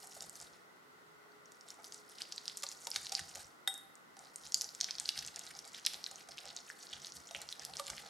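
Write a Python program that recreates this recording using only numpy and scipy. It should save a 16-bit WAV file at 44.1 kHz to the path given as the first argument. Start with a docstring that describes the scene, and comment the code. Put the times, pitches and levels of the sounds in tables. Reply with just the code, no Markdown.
"""First comes a soft kitchen hum with a faint tone, and at once a steel balloon whisk creaming butter in a glass bowl.
The wires smear and crackle: noise and tiny air pockets follow each sweep. Bigger pockets snap open and ring briefly.
The whisk rubs and knocks the glass, once with a clear clink: decaying bowl notes under a rattle of wire contacts.
The table shakes dully through a cloth mat and thumps at the hardest shoves; reflections surround the bowl's sound."""
import sys
import numpy as np
from scipy import signal
from scipy.fft import rfft, irfft, next_fast_len
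from scipy.io import wavfile
from scipy.ndimage import uniform_filter1d, map_coordinates

SR = 44100
rng = np.random.default_rng(int(sys.argv[2]) if len(sys.argv) > 2 else 0)


def wrap_up_sound(samples):
    """Save the sound to the file named by the first command line argument, as 16-bit audio."""
    columns = np.atleast_2d(samples).T
    # keep every value between -1 and 1, then stretch to whole-number steps
    tamed = np.clip(columns, -1, 1)
    steps = np.round(tamed * 32767).astype(np.int16)
    wavfile.write(sys.argv[1], SR, steps)


N = 356769


def amp(db):
    """Turn decibels into a gain."""
    return 10 ** (np.asarray(db) / 20)


def unit(x):
    """Scale to an average strength (rms) of 1."""
    return x / np.sqrt(np.mean(x ** 2) + 1e-20)


def along(points, hz):
    """Read (Hz, value) points at any frequency, on a log axis."""
    f, v = np.transpose(points)
    return np.interp(np.log(hz + 1), np.log(f + 1), v)


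def wobble(rate):
    """A smooth random curve with this many random points a second."""
    return map_coordinates(rng.standard_normal(8192), [np.arange(N) * rate / SR], mode="wrap")


def filtered(x, response):
    """Shape a sound by a gain that depends on frequency."""
    size = next_fast_len(N + SR // 4)
    hz = np.fft.rfftfreq(size, 1 / SR)
    return irfft(rfft(x, size) * response(hz), size)[..., :N]


def coloured(x, spectrum):
    """Give a sound a spectrum of (Hz, dB) points, at rms 1."""
    return unit(filtered(x, lambda hz: amp(along(spectrum, hz))))


def placed(times, sounds):
    """Add up short sounds, one per row, at their start times in seconds."""
    at = np.round(np.abs(times) * SR).astype(int)[:, None] + np.arange(sounds.shape[1])
    return np.bincount(at.ravel(), sounds.ravel(), N)[:N]


def resonance(f, centre_hz, width_hz):
    """The response of one resonance, with a peak gain of 1."""
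    spread = 1j * f * width_hz
    return spread / (centre_hz ** 2 - f ** 2 + spread)


def ringing(modes, gains_db, t):
    """Decaying notes of slightly random strength; the moving whisk and butter unsettle their pitch."""
    hz, level, t60 = np.transpose(modes)
    strength = amp(level + gains_db + rng.standard_normal(len(hz)))
    unsteady, drift_rate = .005, 130  # share of the pitch, changes a second
    knots = rng.standard_normal((len(hz), 128))
    drift = np.array([np.interp(t * drift_rate, np.arange(128), row) for row in knots])
    cycles = np.cumsum(hz[:, None] * (1 + unsteady * drift), axis=1) / SR
    cycles = cycles + rng.random((len(hz), 1))  # random starting phase
    fade = amp(-60 * t / t60[:, None])
    return strength @ (fade * np.sin(2 * np.pi * cycles))


def swells(times, levels_db, length_s, skew):
    """Power of overlapping movements that build and die away; a skew above 1 makes the fall slower than the rise."""
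    t = np.arange(0, N, 32) / SR  # a coarse time grid is enough
    power = 1e-12
    for s, db, length in zip(times, levels_db, np.broadcast_to(length_s, len(times))):
        age = 2 * (t - s) / length * np.where(t < s, skew, 1 / skew)
        power = power + (amp(db) / np.cosh(np.clip(age, -20, 20))) ** 2
    return np.interp(np.arange(N) / SR, t, power)


# Steady kitchen air. Each row: pitch in Hz, relative strength in dB per Hz.
HUM_COLOUR = [(15, -84), (25, -49), (70, -24.5), (165, -7.5), (200, -8.5), (372, -6.5), (418, -6.5),
              (667, -9), (707, -8), (1200, -5), (1480, -3), (1630, -13.5), (2020, -6), (2270, -19),
              (2600, -73), (3380, -81), (5720, -120)]
# The faint hiss. Each row: pitch in Hz, relative strength in dB per Hz.
HISS_COLOUR = [(1000, -33), (2400, 7.5), (4300, 5), (8000, -1), (12000, -6), (15000, -7.5), (16000, -10)]
# How alike the two ears are. 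Each row: pitch in Hz, likeness (1 same, 0 unrelated, negative opposed).
EAR_LIKENESS = [(60, 0.92), (150, 0.27), (380, 0.24), (950, -0.32), (2400, -0.14), (6000, 0.051),
                (15000, 1)]


def background(hum_db=-61.0, hiss_db=-70.0):
    """Steady kitchen ventilation and a faint hiss: two noises mixed to be partly alike in both ears."""
    hum = amp(hum_db) * coloured(rng.standard_normal((2, N)), HUM_COLOUR)
    hiss = amp(hiss_db) * coloured(rng.standard_normal((2, N)), HISS_COLOUR)

    def shares(hz):
        turn = np.arccos(np.clip(along(EAR_LIKENESS, hz), -1, 1)) / 2
        return np.array([np.cos(turn), np.sin(turn)])

    mid, side = filtered(hum + hiss, shares)
    return np.array([mid + side, mid - side])


# The appliance tone's level, before its waver. Each row: time in seconds, level in dB.
DRONE_LEVEL = [(0, -75.5), (1.7, -71), (2.8, -79), (4.8, -99), (6.2, -75.5), (8, -98)]


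def drone(hz=420, waver_db=3.5):
    """A faint appliance tone: a sine whose level and phase wander slowly."""
    s, level_db = np.transpose(DRONE_LEVEL)
    db = np.interp(np.arange(N) / SR, s, level_db)
    phase = 2 * np.pi * hz * np.arange(N) / SR + 1.5 * wobble(6)
    return amp(db + waver_db * wobble(4.95)) * np.sin(phase)


# Sweeps of the wires through the butter, about ten a second when beating.
# Each row: time of the peak in seconds, level in dB, length in seconds, treble over body in dB.
SWEEPS = [(0.01, -56.5, 0.054, 9.5), (0.135, -61, 0.09, 14), (0.232, -58.5, 0.059, 8),
          (0.363, -59.5, 0.043, 14), (0.44, -59.0, 0.075, 2), (0.541, -67.5, 0.071, -10),
          (1.54, -73, 0.083, 6), (1.706, -58, 0.045, 5), (1.869, -62.5, 0.049, 14), (1.949, -58, 0.054, 8),
          (2.126, -59, 0.061, 6), (2.216, -52, 0.045, -3), (2.345, -56, 0.036, 0.5),
          (2.393, -60.5, 0.039, -4), (2.495, -53, 0.042, 2), (2.59, -58, 0.03, 3), (2.665, -56, 0.042, -4),
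          (2.724, -55.5, 0.031, 8), (2.832, -53.5, 0.034, 16.5), (2.96, -47.5, 0.036, -1),
          (3.056, -53.5, 0.054, 8.5), (3.174, -49.5, 0.063, 3), (3.291, -59.5, 0.045, 10),
          (3.347, -56.5, 0.036, -14), (3.397, -53.5, 0.063, 5), (4.251, -63.5, 0.063, 2),
          (4.342, -67.5, 0.018, 15), (4.456, -54, 0.054, 4), (4.572, -53.5, 0.045, 14),
          (4.635, -55.5, 0.036, 4), (4.741, -60, 0.027, -12), (4.838, -50.5, 0.033, -3),
          (4.894, -54, 0.036, -20), (5.014, -52, 0.036, 0), (5.083, -50, 0.036, 5),
          (5.184, -46.5, 0.036, 0.5), (5.264, -56.5, 0.041, -13), (5.39, -56, 0.045, -4),
          (5.467, -52.5, 0.045, -1), (5.58, -56, 0.036, 4), (5.667, -52.5, 0.03, 3.5),
          (5.77, -51.5, 0.045, -1.5), (5.876, -52.5, 0.042, -8), (5.946, -56.5, 0.036, -4),
          (6.073, -57.5, 0.049, 3.5), (6.144, -61, 0.036, 6), (6.206, -56.5, 0.036, -2),
          (6.322, -57, 0.033, -1), (6.404, -54.5, 0.032, 1), (6.496, -54, 0.04, -9), (6.585, -55, 0.036, 1),
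          (6.695, -55.5, 0.045, 5), (6.829, -55.5, 0.039, 6), (6.936, -51, 0.054, -9.5),
          (7.057, -51.5, 0.054, 2), (7.164, -53.5, 0.031, 7), (7.286, -56.5, 0.039, 3),
          (7.367, -54, 0.032, 3), (7.425, -55, 0.027, -20), (7.523, -53, 0.032, 4.5),
          (7.638, -54, 0.045, -5), (7.777, -51, 0.036, 0), (7.888, -49.5, 0.045, -1),
          (7.986, -50.5, 0.045, -1), (8.073, -59, 0.045, -6)]


def sweeping(skew=0.92, cling_db=-15.5, cling_s=.2):
    """Each sweep drags the butter, which clings to the wires around it: drag and brightness in dB over time."""
    s, db, length, bright_db = np.transpose(SWEEPS)

    def power(level):
        return swells(s, level, length, skew) + swells(s, level + cling_db, cling_s, skew)

    drag, treble = power(db), power(db + bright_db)
    return 10 * np.log10([drag, treble / drag])


def cavity(hz, life, glide, size):
    """Small air cavities, one per row: they swell to 1, can glide up in pitch and die within a few cycles."""
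    cycles = hz[:, None] * np.arange(size) / SR
    age = cycles / np.maximum(life, .4)[:, None]
    swell = (age / 2) ** 2 * np.exp(2 - age)
    return swell * np.sin(2 * np.pi * cycles * (1 + glide * np.tanh(age / 2 - 1)))


def softened(x, low_hz=900, high_hz=12500):
    """Tiny sources radiate little bass, and grease dulls the very top."""
    return filtered(x, lambda f: (1j * f / (1j * f + low_hz)) ** 2 / (1 + (f / high_hz) ** 10))


def patchy(depth_db):
    """Noise whose colour shifts from moment to moment, as gaps of every size open and close."""
    z = signal.stft(rng.standard_normal(N), nperseg=256)[2]
    field = uniform_filter1d(rng.standard_normal(z.shape), size=7, axis=0)  # smooth over pitch
    field = uniform_filter1d(field, size=4, axis=1)  # smooth over time
    return signal.istft(z * amp(depth_db * unit(field)), nperseg=256)[1][:N]


# The glass bowl, damped by butter and a hand.
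# Each row: note in Hz, relative level in dB, seconds to fade by 60 dB.
BOWL_NOTES = [(490, -15, .09), (560, -10, .12), (680, -15, .06), (785, -10, .14), (915, -11, .06),
              (1180, -9, .06), (1470, -6, .04), (1590, -10, .028), (1740, -10, .03), (1986, -12, .035),
              (2800, -16, .025), (3270, -15, .035), (3720, -4, .04), (4414, -17, .025), (5350, -13, .025),
              (5900, -16, .025), (7000, -14, .03), (8030, -14, .04), (8770, -13, .04), (9595, -12, .045),
              (10420, -19, .035), (11400, -14, .035)]


def through_glass(x):
    """Scraping stirs the bowl's notes above 4 kHz, which tint the sound faintly."""
    glass_db, width_hz = -10, 140
    notes = [(hz, db) for hz, db, t60 in BOWL_NOTES if hz > 4000]
    glass = filtered(x, lambda f: sum(amp(db) * resonance(f, hz, width_hz) for hz, db in notes))
    return unit(x + amp(glass_db) * unit(glass))


# Colour of the wet hiss. 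Each row: pitch in Hz, relative strength in dB per Hz.
SMEAR_COLOUR = [(900, -31), (1500, 3.5), (2000, 3), (2700, 0.5), (4300, 3), (6000, -6.5), (7500, -3.5),
                (9700, -3), (12500, -11), (14500, -14), (16000, -40)]


def smear(drag_db):
    """Wires tear through the butter: a fluttering wet hiss and a crackle of countless tiny pockets."""
    hiss_db, flutter_db, patchy_db = -3, 5.5, 2
    crackle_db, size_db, count = -1.0, 5.0, 3600
    grain_hz, spread = 5400, 0.25  # typical pocket pitch, its spread as a log ratio
    when = rng.uniform(0, N / SR, count)
    pitch = np.clip(grain_hz * np.exp(spread * rng.standard_normal(count)), 1500, SR / 4)
    big = np.minimum(rng.exponential(1, count), np.pi)
    life = rng.uniform(.3, .8, count)
    grains = cavity(pitch, life, glide=0, size=160) * amp(size_db * big)[:, None]
    crackle = unit(softened(placed(when, grains)))
    hiss = unit(coloured(patchy(patchy_db), SMEAR_COLOUR) * amp(flutter_db * wobble(110)))
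    return amp(drag_db) * through_glass(amp(hiss_db) * hiss + amp(crackle_db) * crackle)


def small_pops(drag_db, over_db=11.5, pitch_hz=5500, spread=0.33, life=0.76, crowding=0.56, count=170):
    """Lesser pockets burst at random, more often and louder the harder the wires sweep."""
    tear_db, tear_hz, life_spread, size = -12, 10500, .35, 300
    swept = np.cumsum(amp(crowding * drag_db))
    share = (np.arange(count) + rng.random(count)) / count
    at = np.searchsorted(swept / swept[-1], share)  # harder sweeps take more of the pockets
    hz = np.clip(pitch_hz * np.exp(spread * rng.standard_normal(count)), 1500, SR / 4)
    lives = life * np.exp(life_spread * rng.standard_normal(count))
    ring = cavity(hz, lives, glide=0, size=size)
    tear = amp(tear_db) * cavity(np.full(count, tear_hz), np.full(count, .45), glide=0, size=size)
    return softened(placed(at / SR, (ring + tear) * amp(drag_db[at] + over_db)[:, None]))


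def tilted(x, bright_db, pivot_hz=5300):
    """Thin films of butter tear brightly, thick lumps dully: treble and body tip about a pivot."""
    body = filtered(x, lambda hz: 1 / (1 + (hz / pivot_hz) ** 6))
    return body * amp(-bright_db / 2) + (x - body) * amp(bright_db / 2)


# The whisk bearing down on the bowl.
# Each row: time of the peak in seconds, rub on the glass in dB, push on the table in dB (before each sound's own gain).
BEARING_DOWN = [(.04, -62, -89), (.18, -67, -71), (.23, -55, -67.5), (.42, -56, -69.5), (1.67, -61.5, -88),
                (1.8, -58, -81), (2.72, -70, -77.5), (2.87, -60, -82), (3.02, -79, -69), (3.12, -56, -74),
                (3.25, -70, -71), (3.36, -55, -68), (4.21, -56.5, -75), (4.44, -61.5, -70),
                (4.54, -68, -72), (4.64, -60, -78), (4.88, -60, -72), (5.01, -79, -70), (5.18, -63, -66.5),
                (5.26, -66, -69), (5.36, -58.5, -75), (5.47, -62, -77), (5.55, -56, -75),
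                (5.94, -59.5, -71), (6.13, -57.5, -78), (6.29, -59, -73), (6.45, -56, -72),
                (6.55, -61.5, -88), (6.95, -69, -65), (7.16, -59, -68), (7.364, -54.5, -66.5),
                (7.59, -57, -71.5), (7.69, -55, -67), (7.8, -66, -74), (7.905, -51.5, -60.5),
                (7.97, -56, -76), (8.05, -56.5, -70)]


def shoving(drag_db):
    """Shoves load the bowl, and every sweep adds a little: rub and table push in dB over time."""
    rub_s, push_s, push_lag_s, skew = 0.049, 0.066, 0.012, 1.6  # the table answers later and longer
    slide_rub_db, slide_push_db = -10, -28.5  # a sweep's own share, relative to its drag
    s, rub_db, push_db = np.transpose(BEARING_DOWN)
    rub = swells(s, rub_db, rub_s, skew) + amp(drag_db + slide_rub_db) ** 2
    push = swells(s + push_lag_s, push_db, push_s, skew) + amp(drag_db + slide_push_db) ** 2
    return 10 * np.log10([rub, push])


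# Low resonances of the rubbed bowl. Each row: centre in Hz, width in Hz, relative level in dB.
RUB_RESONANCES = [(481, 36, -3.5), (684, 49, 0.5), (832, 69, -2), (1263, 72, -5.5), (1440, 890, -17),
                  (2310, 78, -12.5)]


def rubbing(rub_db, gain_db=-6.0, bump_db=3, slip_rate=170):
    """Greasy wires slide in small separate slips, many a second, that stir the low resonances of the bowl."""
    slips = (rng.random(N) < slip_rate / SR) * rng.choice([-1, 1], N) * amp(bump_db * rng.standard_normal(N))
    slips = signal.sosfilt(signal.butter(2, 420, "high", fs=SR, output="sos"), slips)

    def body(f):  # neighbouring resonances have opposite signs
        return sum((-1) ** k * amp(db) * resonance(f, hz, width)
                   for k, (hz, width, db) in enumerate(RUB_RESONANCES))

    return amp(rub_db + gain_db) * unit(filtered(slips, body))


# Colour of the shaken table. 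Each row: pitch in Hz, relative strength in dB per Hz.
TABLE_COLOUR = [(20, -51), (32, -45), (45, -12), (70, -0.5), (88, -0.5), (108, -16), (143, 5), (180, -1),
                (260, -9), (450, -73), (900, -90)]


def table(push_db, gain_db=-1):
    """The strokes shake the table dully through the mat: low noise that follows the push."""
    return amp(push_db + gain_db) * coloured(rng.standard_normal(N), TABLE_COLOUR)


def rattle(t, contact_rate=1100, uneven_db=4):
    """The wires meet the glass one after another: noise in a quick, uneven run of contacts, rms 1."""
    contacts = map_coordinates(rng.standard_normal(1024), [t * contact_rate], mode="wrap")
    return unit(rng.standard_normal(len(t)) * amp(uneven_db * contacts))


# Whisk against the bowl. Each row: start in seconds, level in dB, thud centre in Hz, thud in dB,
# rim note in dB, wire chatter in dB; the last three are relative to the level.
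BOWL_KNOCKS = [(.034, -54, 750, 17.5, -17, -26), (.166, -46.5, 670, 18.5, -16, -7),
               (.223, -42, 700, -24, 0, -21), (2.632, -36.5, 545, 5, 0, 2),
               (2.636, -33.5, 1067, 13.5, -15, 2.5), (2.870, -31, 900, 4.5, -16, -3),
               (2.872, -45, 508, 11, -16, -10), (2.961, -34.5, 1690, -2, 4, 8.5),
               (3.120, -30.5, 732, 5.5, -22, 4.5), (3.193, -43, 1600, 12.5, 0.5, 9),
               (3.355, -34, 622, 3, -27, -5.5), (3.6748, -22.5, 1700, 3.5, 9, -8),
               (4.168, -51, 800, 9, -13, -2), (5.934, -45.5, 676, 12.5, -13, 10),
               (6.112, -44.5, 660, 10.5, -22, 2), (6.2875, -42, 670, 10.5, -15, -0.5),
               (6.454, -44.5, 660, 13, -17, -1), (6.931, -48, 1700, 7, -6, 5),
               (7.310, -44, 670, 17, 3, 0.5), (7.350, -51, 580, 15.5, -10, 2),
               (7.697, -43.5, 770, 9, -30, -11), (7.7957, -29, 1087, 11, -3, -2.5),
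               (7.7975, -42.5, 560, 13, 0.5, -6), (7.901, -39.5, 1510, 5, -17, 2)]
# Notes that linger when the bare rim is struck.
# Each row: note in Hz, relative level in dB, seconds to fade by 60 dB.
RIM_NOTES = [(785, -17.5, .15), (1470, -8, .04), (1986, -14.5, .08), (3280, -19, .15), (3700, -21, .2),
             (3724, -13.5, .38), (3790, -21, .28), (5400, -13, .03), (8030, -19, .27), (8177, -21, .2),
             (8560, -20, .2), (8740, -18, .16), (9405, -23, .2), (9595, -21, .2), (11400, -18, .11),
             (12400, -19, .06)]


def knocks(ring_db=-5, chatter_db=-7, chatter_t60=0.014, linger_db=-5.5, focus=0.14, away_db=-20):
    """The place of contact picks the low notes that thud; the wires chatter; only a blow near the rim rings on."""
    hz = np.transpose(BOWL_NOTES)[0]
    t = np.arange(SR // 2) / SR
    wall, rim = hz < 2500, np.abs(hz - 3720) < 250
    rings, chatters = [], []
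    for s, db, thud_hz, thud_db, rim_db, wires_db in BOWL_KNOCKS:
        near = np.exp(-(np.log(hz / thud_hz) / focus) ** 2)
        gains_db = wall * (thud_db + away_db * (1 - near)) + rim * rim_db
        body = amp(ring_db) * ringing(BOWL_NOTES, gains_db, t)
        linger = (rim_db > 0) * ringing(RIM_NOTES, linger_db, t)
        blow = amp(db) * (1 - np.exp(-t / 0.00042))  # a very quick onset
        rings.append(blow * (body + linger))
        chatters.append(blow * rattle(t) * amp(wires_db + chatter_db - 60 * t / chatter_t60))
    times = np.transpose(BOWL_KNOCKS)[0]
    no_bass = signal.butter(3, 330, "high", fs=SR, output="sos")  # the knocks carry no bass below about 330 Hz
    glass = signal.sosfilt(no_bass, placed(times, np.array(rings)))
    steel = [(300, -85), (1200, 10.5), (2500, 10.5), (4000, 17.5), (7000, 17.5),
             (10000, 8), (13000, -2), (16000, -15)]  # (Hz, dB)
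    wires = filtered(placed(times, np.array(chatters)), lambda f: amp(along(steel, f)))
    return glass + wires


# The bigger air pockets snapping open. Each row: start in seconds, level in dB before a common gain,
# pitch in Hz, life in cycles (at least 0.4 is used), tearing tick in dB relative to the ring.
POCKETS = [(0.0727, -31, 8800, 0.54, -22), (.1501, -36, 7240, .6, -14), (.2072, -24.5, 5600, 0.46, -28),
           (.2228, -29, 7140, 1.1, -32), (0.296, -27, 8360, 0.62, -7), (0.3554, -33, 5840, 0.68, -26),
           (0.4016, -31, 6000, 0.59, -4), (0.414, -27.5, 7500, 0.4, -28), (.425, -33, 7980, .7, -22),
           (1.319, -53.5, 4370, 2, -28), (1.4574, -42, 6000, 0.92, -28), (1.5203, -35, 7200, 0.33, -7),
           (1.61, -38, 5440, 0.75, -26), (1.6867, -37, 7700, 0.81, -16), (1.7044, -26.5, 5960, .2, -11),
           (1.844, -29.5, 5100, 0.27, -2), (1.848, -35, 5070, 0.78, -25), (1.9231, -26.5, 5600, 0.34, -26),
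           (1.9444, -26.5, 7460, .2, -30), (2.185, -32.5, 4600, 0.7, -30), (2.2191, -21, 4600, 0.67, -17),
           (2.3231, -21.5, 5300, 0.46, -17), (2.3259, -25.5, 5270, .2, -15),
           (2.3615, -30.5, 7400, 0.57, -14), (2.3798, -24.5, 4230, 0.8, -33),
           (2.456, -28.5, 5070, 0.49, -3), (2.4799, -16.5, 4900, 0.47, -22), (2.4978, -28, 3900, 0.37, -28),
           (2.572, -20.5, 8100, 0.55, -15), (2.5759, -26, 5970, .3, 0), (2.6242, -26, 6070, 0.36, -5),
           (2.6662, -27.5, 4500, 0.96, -28), (2.6888, -26, 6540, 1.05, -26), (2.716, -26.5, 5480, 0.36, -5),
           (2.904, -23, 10110, 0.33, -17), (2.9153, -22.5, 4970, 0.92, -25), (2.944, -29, 6150, 0.95, -15),
           (2.96, -18, 4300, 0.7, -15), (2.9603, -29, 1760, 0.79, -28), (3.0575, -26, 5330, 0.45, -32),
           (3.0683, -24.5, 3960, .25, -28), (3.095, -27, 5550, 0.69, -30), (3.1245, -21, 5200, .25, -15),
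           (3.1512, -14, 4920, 0.77, -27), (3.192, -29.5, 1680, 1, -28), (3.351, -30, 5930, 0.81, -39),
           (3.741, -24, 8340, 0.44, -27), (3.7784, -30.5, 9900, 0.43, -12),
           (3.9546, -35.5, 7450, 0.48, -25), (4.192, -31, 7300, 0.26, -22), (4.3597, -21, 8400, 0.52, -29),
           (4.4658, -30.5, 4700, 0.28, -26), (4.5219, -22, 5950, 0.5, -32), (4.5437, -11.5, 4800, 1.35, -7),
           (4.5441, -13, 6560, 1.06, -14), (4.6114, -15.5, 5660, 0.73, -7), (4.6186, -17, 6900, 0.36, -1),
           (4.6438, -24.5, 5900, 0.82, -26), (4.6905, -32.5, 4630, 1, -28),
           (4.7498, -24.5, 6800, 0.18, -35), (4.804, -22.5, 5600, 0.55, -34),
           (4.8113, -8.5, 5530, 0.18, -14), (4.8437, -14, 5400, 0.45, -11), (4.887, -33, 2070, .3, -8),
           (4.909, -16.5, 5140, 0.53, -17), (4.953, -31, 4650, 1.4, -33), (4.9842, -21, 4800, 0.33, -15),
           (4.999, -13.5, 7340, 0.17, -42), (5.057, -23.5, 4500, 0.76, -32),
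           (5.0907, -10, 4430, 0.49, -11.5), (5.092, -25.5, 3040, 0.77, -28), (5.159, -36, 2100, 0.37, -20),
           (5.177, -19.5, 4770, 0.19, -30), (5.19, -18.5, 5470, 0.22, -37), (5.249, -25.5, 5560, 0.33, -10),
           (5.264, -24, 7640, 0.37, -10), (5.2754, -22.5, 6500, 0.33, -31),
           (5.3608, -20.5, 6270, 0.34, -25), (5.393, -26, 7000, 0.95, -5), (5.5514, -35, 5160, 0.8, -16),
           (5.59, -28.5, 5500, 0.84, -26), (5.746, -32, 3380, 0.8, -20), (5.851, -18.5, 5060, 0.28, -28),
           (5.8636, -12, 5100, 0.87, 1.5), (5.8681, -13, 3480, 0.47, -26), (5.9432, -26, 3700, 0.34, -28),
           (6.0412, -21, 4930, 0.73, -35), (6.0636, -24, 4040, 0.83, -28), (6.158, -32, 6140, 1, -25),
           (6.207, -43, 2280, 0.3, -3), (6.374, -32.5, 5500, .35, -26), (6.3813, -28, 3000, .25, -20),
           (6.3873, -28, 3750, 0.36, -9), (6.4763, -33, 4140, 0.31, -28), (6.503, -34, 3740, 0.73, -33),
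           (6.565, -22.5, 6300, 0.66, -11), (6.572, -30.5, 4150, 0.81, -28), (6.7004, -31, 1730, 0.66, -25),
           (6.8287, -34, 6000, 0.69, -19), (6.833, -34, 4950, 0.41, -13), (6.869, -36, 4420, 0.86, -23),
           (6.934, -29.5, 3180, 0.85, -28), (7.047, -28.5, 4030, 0.88, -28), (7.0696, -26, 5470, 0.35, -30),
           (7.1216, -29.5, 5600, 0.61, -22), (7.3485, -21, 2740, 0.23, -16), (7.356, -33, 2710, 0.94, -28),
           (7.3625, -32, 2760, 0.66, -24), (7.4174, -24, 7900, 0.39, -8), (7.4896, -24, 4730, 0.35, -28),
           (7.526, -25.5, 3860, 0.66, -3), (7.5954, -29, 5560, 1.2, -28), (7.6505, -24, 5550, 0.62, 4),
           (7.737, -28, 4060, 0.44, -21), (7.7693, -22.5, 5600, 0.6, -26), (7.8674, -31.5, 7040, 1.4, -14),
           (7.881, -29.5, 3000, 0.4, -2), (7.934, -36.5, 1880, 0.42, -15), (7.9802, -29.5, 4230, 0.23, -31),
           (7.9806, -32, 2210, 0.34, -20)]


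def pops(glide=0.012, upper_db=-13, upper_ratio=1.484, tear_hz=10500, push_db=-23, gain_db=-2.01):
    """Each pocket rings at its own pitch and a weaker higher one, with a film-tearing tick and a push on the glass."""
    second_s, second_db = 0.00064, -10.5  # the film gives way in two steps
    size = 400
    s, db, hz, life, tear_db = np.transpose(POCKETS)
    luck = rng.standard_normal((len(s), 3))
    tear = cavity(tear_hz * np.exp(0.02 * luck[:, 0]), np.full(len(s), .45), glide, size)
    upper_hz = np.minimum(hz * upper_ratio * np.exp(0.081 * luck[:, 1]), SR / 4)
    upper = cavity(upper_hz, life * upper_ratio, glide, size)
    ring = cavity(hz, life, glide, size) + amp(upper_db) * upper
    push = amp(push_db) * cavity(hz * 0.422, life * 0.28, glide, size)
    strength = amp(db + gain_db)[:, None]
    first = placed(s, strength * (ring + push + amp(tear_db)[:, None] * tear))
    second = placed(s + second_s * np.exp(0.32 * luck[:, 2]), strength * amp(second_db) * ring)
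    return softened(first + second)


# The hardest shoves thump the bowl down on its mat. Each row: start in seconds, level in dB.
MAT_THUMPS = [(2.968, -59), (3.197, -52.5), (3.365, -62), (3.445, -63), (6.944, -68), (7.365, -59),
              (7.899, -56)]
# The table top. Each row: note in Hz, relative level in dB, seconds to fade by 60 dB.
TABLE_NOTES = [(64, -4, 0.13), (90, 3, .14), (149, 0, 0.15), (178, -3, 0.13)]


def thumps(cushion_s=0.0073):
    """The mat cushions each thump, so the table's low notes swell softly and die quickly."""
    t = np.arange(SR // 3) / SR
    swell = (1 - np.exp(-t / cushion_s)) ** 2
    booms = [amp(db) * swell * ringing(TABLE_NOTES, 0, t) for s, db in MAT_THUMPS]
    return placed(np.transpose(MAT_THUMPS)[0], np.array(booms))


# How long the kitchen rings. Each row: pitch in Hz, seconds to fade by 60 dB.
KITCHEN_FADE = [(200, 1), (1000, 0.74), (4000, 0.44), (8000, 0.41), (15000, 0.82)]


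def room_answer(tail_db=-9.0, width=0.4, scatter_db=-11, scatter_s=0.0035, echo_db=-18, echo_s=.0066):
    """Direct sound, quick scatter inside the bowl, one echo from a nearby surface and the kitchen's tail."""
    hz, frames, z = signal.stft(rng.standard_normal((2, SR // 2)), SR, nperseg=256)
    fade = amp(-60 * frames / along(KITCHEN_FADE, hz)[:, None])
    tail = signal.istft(z * fade, SR, nperseg=256)[1]
    t = np.arange(tail.shape[1]) / SR
    tail = tail * (1 - np.exp(-t / 0.0014))
    scatter = rng.standard_normal(tail.shape) * np.exp(-t / scatter_s) * (t > .0006)
    tail = amp(tail_db) * tail / np.linalg.norm(tail[0])
    mid, side = tail + amp(scatter_db) * scatter / np.linalg.norm(scatter[0])
    mid[0] += 1  # direct sound
    mid[round(echo_s * SR)] += amp(echo_db)
    return np.array([mid + width * side, mid - width * side])


def kitchen(x, spread_db=-13, spread_hz=8500):
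    """The whisk keeps moving, so each quarter second of sound meets a new pattern of reflections."""
    out, size = np.zeros((2, N + SR)), SR // 4
    for start in range(0, N, size):
        wet = signal.fftconvolve(x[None, start:start + size], room_answer(), axes=1)
        out[:, start:start + wet.shape[1]] += wet
    # the shortest waves reach the two microphones out of step
    side = amp(spread_db) * filtered(x, lambda f: 1j * f ** 4 / (f ** 4 + spread_hz ** 4))
    return out[:, :N] + np.array([side, -side])


# Stereo balance of the bowl. Each row: pitch in Hz, left minus right in dB.
BALANCE = [(200, 10), (600, -4.5), (1300, -1.5), (2800, -1), (5500, -1), (9500, 0), (13000, 1)]


def scene():
    """The bowl stands a little to the right of the microphones; table, air and tone are added around it."""
    drag_db, bright_db = sweeping()
    rub_db, push_db = shoving(drag_db)
    butter = tilted(smear(drag_db) + small_pops(drag_db), bright_db)
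    bowl = kitchen(butter + knocks() + rubbing(rub_db) + pops())
    heard = filtered(bowl, lambda hz: amp(np.outer([.5, -.5], along(BALANCE, hz))))
    return background() + drone() + heard + table(push_db) + thumps()


def record(dry, top_hz=16200):
    """Keep only the sound below the top frequency."""
    return filtered(dry, lambda hz: hz < top_hz)


dry = scene()
out = record(dry)
wrap_up_sound(out)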